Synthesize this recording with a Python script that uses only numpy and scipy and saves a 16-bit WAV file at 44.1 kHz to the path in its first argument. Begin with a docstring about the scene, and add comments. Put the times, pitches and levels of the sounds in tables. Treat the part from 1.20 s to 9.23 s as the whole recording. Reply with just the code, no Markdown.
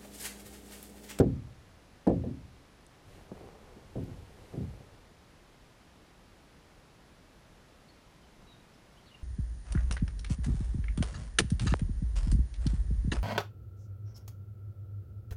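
"""Rowboat adrift on a calm river

Close by, oars and gear bump the hull of a small boat: its panels boom dully and hard edges tick.
Between bumps the rower moves, dragging wood over the boards, rustling clothes and rocking the hull.
Late on, birds whistle from the far bank. Still air and faint microphone hiss lie under it all."""
import sys
import numpy as np
from scipy import signal
from scipy.fft import rfft, irfft, next_fast_len
from scipy.io import wavfile

SR = 44100
rng = np.random.default_rng(int(sys.argv[2]) if len(sys.argv) > 2 else 0)


def store_pcm(level_fs):
    """Save levels as 16-bit WAV."""
    pcm = np.round(np.clip(level_fs, -1, 1) * 32767).astype(np.int16)
    wavfile.write(sys.argv[1], SR, np.atleast_2d(pcm).T)


N = 354123


def amp(db):
    """Decibels to gain."""
    return 10 ** (np.asarray(db) / 20)


def unit(x):
    """Scale to rms 1."""
    return x / np.sqrt(np.mean(x ** 2) + 1e-20)


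def filtered(x, response):
    """Pass x through a response, given as a function of frequency in Hz."""
    size = next_fast_len(len(x) + 8192)
    return irfft(rfft(x, size) * response(np.fft.rfftfreq(size, 1 / SR)), size)[:len(x)]


def coloured(x, spectrum):
    """Shape x by (Hz, dB) points joined on a log frequency axis, and scale to rms 1."""
    hz, db = np.transpose(spectrum)
    return unit(filtered(x, lambda f: amp(np.interp(np.log(f + 1), np.log(hz + 1), db))))


def noise(spectrum):
    """Noise of rms 1 with a (Hz, dB) colour."""
    return coloured(rng.standard_normal(N), spectrum)


def band(centre_hz, half_width_hz, size=N):
    """Noise of rms 1 in one resonance."""
    white = rng.standard_normal(size)
    return unit(filtered(white, lambda f: 1 / (1 + ((f - centre_hz) / half_width_hz) ** 2)))


def add(track, start_s, sound):
    """Mix a sound into the track from start_s on."""
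    start = max(round(start_s * SR), 0)
    track[start:start + len(sound)] += sound[:max(N - start, 0)]


def hull_ring(t, spot_hz, length, spot_db=6, spot_octaves=0.3, scatter_db=0.5, crowd_db=1.5):
    """The hull's panels ring after a blow; the spot struck lifts the modes near its own pitch."""
    # The strongest panel modes. Each row: frequency in Hz, relative level in dB, t60 in seconds.
    modes = [(77.4, -18, 0.72), (92.6, -6, 0.55), (118.14, -10.5, 0.7), (134.56, -4, 0.52),
             (170.8, -5, 0.34), (200.3, -7.5, 0.4), (237, -4.5, 0.29), (269.3, -2.5, 0.36),
             (349.6, -5, 0.26), (396.6, -3.5, 0.23), (456, -3.5, 0.18), (509.6, -6, 0.25), (556, -11, 0.19),
             (661, -5.5, 0.11), (782, -6.5, 0.13), (1280, -28, 0.082), (1530, -32, 0.21), (1748, -10, 0.13)]
    # The crowd of weaker modes. Each row: band centre in Hz, relative level in dB, t60 in seconds.
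    crowd_bands = [(45, -23, 1), (79, -13, 0.84), (141, -9, 0.49), (268, -6.5, .33), (425, -8, 0.25),
                   (690, -3.5, 0.13), (864, -16, 0.18), (1070, -15.5, .13), (1560, -14, 0.036),
                   (2600, -16, 0.15), (5070, -14, 0.15)]
    lift_db = lambda hz: spot_db * np.exp(-(np.log2(hz / spot_hz) / spot_octaves) ** 2)
    ring = np.zeros(len(t))
    for hz, db, t60 in modes:
        strength = rng.choice([-1, 1]) * amp(db + lift_db(hz) + scatter_db * rng.standard_normal())
        ring += strength * amp(-60 * t / (t60 * length)) * np.sin(2 * np.pi * hz * t)
    # the weaker modes merge into noise whose low bands last longest
    f = np.fft.rfftfreq(len(t), 1 / SR) + 1
    phases = np.exp(2j * np.pi * rng.random(len(f)))
    centres = np.log([row[0] for row in crowd_bands])
    edges = np.r_[centres[0] - 1, centres, centres[-1] + 1]
    for k, (hz, db, t60) in enumerate(crowd_bands):
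        triangle = np.interp(np.log(f), edges[k:k + 3], [0, 1, 0])
        crowd = unit(irfft(phases * triangle, len(t)))
        ring += crowd * amp(crowd_db + db + lift_db(hz) - 60 * t / (t60 * length))
    return ring


def knocks(lowest_hz):
    """Oars and gear bump the hull; a softer contact lasts longer and stirs only the low modes."""
    # Each row: start in seconds, relative level in dB, contact corner in Hz (soft is low),
    # pitch the struck spot favours in Hz, ring length as a multiple of the hull's own.
    blows = [(0.0, -23.5, 820, 407, 0.84), (0.009, -24.5, 506, 247, 1.12), (0.012, -33, 160, 84.5, 1.7),
             (0.868, -31, 760, 620, .8), (0.873, -23.5, 735, 286, 1.05), (0.892, -28.5, 676, 500, 1.35),
             (0.903, -28, 240, 145, 1), (1.038, -36, 510, 490, 1.08), (1.068, -33.5, 259, 261, 1.1),
             (2.116, -39.5, 960, 228, 0.26), (2.212, -52.5, 900, 490, 1.2), (2.563, -53, 700, 420, 0.57),
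             (2.755, -33, 483, 112, 0.92), (2.781, -39, 450, 336, 1.13), (2.88, -36, 159, 109, 0.93),
             (3.337, -43, 800, 450, 0.85), (3.371, -31.5, 220, 115, 0.93), (3.402, -26, 140, 201, 0.79),
             (3.603, -54, 596, 500, 0.51)]
    out, t = np.zeros(N), np.arange(SR) / SR
    for start_s, db, corner_hz, spot_hz, length in blows:
        ring = hull_ring(t, spot_hz, length)
        softened = filtered(ring, lambda f: 1 / (1 + 1j * f / corner_hz) ** 2)
        add(out, start_s, amp(db - 1) * softened)
    # so small a hull radiates little deep bass
    return signal.sosfilt(signal.butter(2, lowest_hz, "highpass", fs=SR, output="sos"), out)


def ticks():
    """Hard edges touch with a tiny bright snap."""
    # Each row: start in seconds, level in dB, centre in Hz, half-width in Hz, t60 in seconds.
    contacts = [(0.001, -37.5, 1450, 303, 0.063), (0.002, -42, 3800, 3020, 0.036),
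                (0.872, -48.5, 7800, 1800, 0.0069), (0.875, -50, 4340, 905, 0.02),
                (0.894, -61, 8000, 1700, .016), (1.666, -49, 8600, 1400, 0.0077),
                (2.839, -50, 12500, 2200, .005)]
    out, t = np.zeros(N), np.arange(SR // 10) / SR
    for start_s, db, hz, half_width_hz, t60 in contacts:
        add(out, start_s, amp(db - 60 * t / t60) * band(hz, half_width_hz, size=len(t)))
    return out


def air(hiss_db, whine_hz, whine_db):
    """Still morning air and microphone hiss, with a thin high band in it."""
    # The colour of the background. Each row: frequency in Hz, relative level in dB.
    hiss = [(12, -30), (20, -1.5), (42, 1), (128, -4), (184, -3.5), (217, -6), (321, -7.5), (389, -9.5),
            (590, -11), (972, -14), (1180, -15), (5140, -25), (8470, -32), (10300, -35), (15200, -41)]
    return amp(hiss_db) * noise(hiss) + amp(whine_db) * band(whine_hz, half_width_hz=280)


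def effort(peak_s, length_s, rise_share=0.44, edge_db=6, flatness=2.2):
    """Gain of one movement: it gathers speed, peaks and eases off, edge_db down at either end."""
    t = np.arange(N) / SR - peak_s
    side_s = length_s * np.where(t < 0, rise_share, 1 - rise_share)
    return amp(-edge_db * (np.abs(t) / side_s) ** flatness)


def movements():
    """The rower moves: gains of sliding, rustle and rocking, with overlaps adding in power."""
    # Each row: peak time and length in seconds, then relative sliding, rustle and rocking levels in dB.
    moves = [(1.94, 0.17, -59, -68, -54.5), (2.212, .3, -55, -72.5, -58), (2.495, 0.24, -58, -75, -58.5),
             (2.863, 0.42, -60.5, -70, -50), (3.298, 0.45, -60, -69, -58), (3.63, 0.33, -65, -75.5, -60.5)]
    power = sum(np.outer(amp(dbs), effort(peak_s, length_s)) ** 2 for peak_s, length_s, *dbs in moves)
    return np.sqrt(power)


def rocking(gain, boom_hz):
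    """Shifting weight stirs the hull's lowest modes."""
    return gain * band(boom_hz, half_width_hz=48)


def sliding(gain, catches_per_s, catch_db):
    """Wood drags over the boards in many small catches."""
    # The colour of the boards. Each row: frequency in Hz, relative level in dB.
    boards = [(30, -24), (75, -8), (160, -5), (280, -5), (400, 1.5), (495, 1), (620, -5.5), (800, -5),
              (1300, -16.5), (3000, -26.5), (8000, -46)]
    catches = (rng.random(N) < catches_per_s / SR) * rng.standard_normal(N)
    scrape = noise(boards) + amp(catch_db) * coloured(catches, boards)
    return gain * unit(scrape)


def rustling(gain):
    """The rower's clothing rustles with each movement."""
    # The colour of the cloth. Each row: frequency in Hz, relative level in dB.
    cloth = [(500, -13), (2000, 3.5), (6000, -5), (9500, -5.5), (13000, -10.5), (15500, -19)]
    return gain * noise(cloth)


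def birds(arch_hz, echo_db, echo_t60):
    """Short gliding whistles from far off, some rough, smeared by the trees on the bank."""
    # Each row: start and length in seconds, first and last pitch in Hz, level in dB, waver in Hz.
    notes = [(6.68, 0.037, 4300, 4240, -61.5, 140), (7.028, .025, 3030, 2900, -65, 60),
             (7.265, 0.093, 3890, 3680, -59.5, 25), (7.533, .025, 5500, 5000, -68, 200),
             (7.715, .035, 5300, 5300, -72, 150), (7.765, .035, 2750, 3300, -63.5, 25),
             (7.857, .052, 4620, 3200, -62, 280), (7.912, 0.02, 2880, 2880, -56.5, 40),
             (7.942, 0.014, 2760, 2770, -52, 30)]
    calls = np.zeros(N)
    for start_s, length_s, first_hz, last_hz, db, waver_hz in notes:
        progress = np.linspace(0, 1, int(length_s * SR))
        arch = np.abs(np.sin(np.pi * progress))  # pitch and level bow upward in mid-note
        glide = first_hz + (last_hz - first_hz) * progress + arch_hz * arch
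        pitch = glide + waver_hz * band(140, 120, size=len(progress))
        whistle = np.sin(2 * np.pi * np.cumsum(pitch) / SR)
        add(calls, start_s, amp(db) * np.sqrt(arch) * whistle)
    t = np.arange(SR) / SR
    trees = rng.standard_normal(SR) * amp(-60 * t / echo_t60)
    echo = signal.fftconvolve(calls, trees / np.linalg.norm(trees))[:N]
    return calls + amp(echo_db) * echo


def scene():
    """The near boat, the far bank and the air, at one microphone."""
    slide, rustle, weight = movements()
    boat = knocks(lowest_hz=47.7) + ticks() + rocking(weight, boom_hz=82)
    boat += sliding(amp(0.5) * slide, catches_per_s=79, catch_db=-2.5)
    boat += rustling(amp(1.5) * rustle)
    bank = birds(arch_hz=70, echo_db=-7, echo_t60=0.56)
    return (boat + bank + air(hiss_db=-58, whine_hz=10150, whine_db=-84))[None]


def record(dry):
    """One channel, with the highest treble cut off."""
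    top_hz = 15300
    return filtered(dry[0], lambda f: f < top_hz)[None]


dry = scene()
out = record(dry)
store_pcm(out)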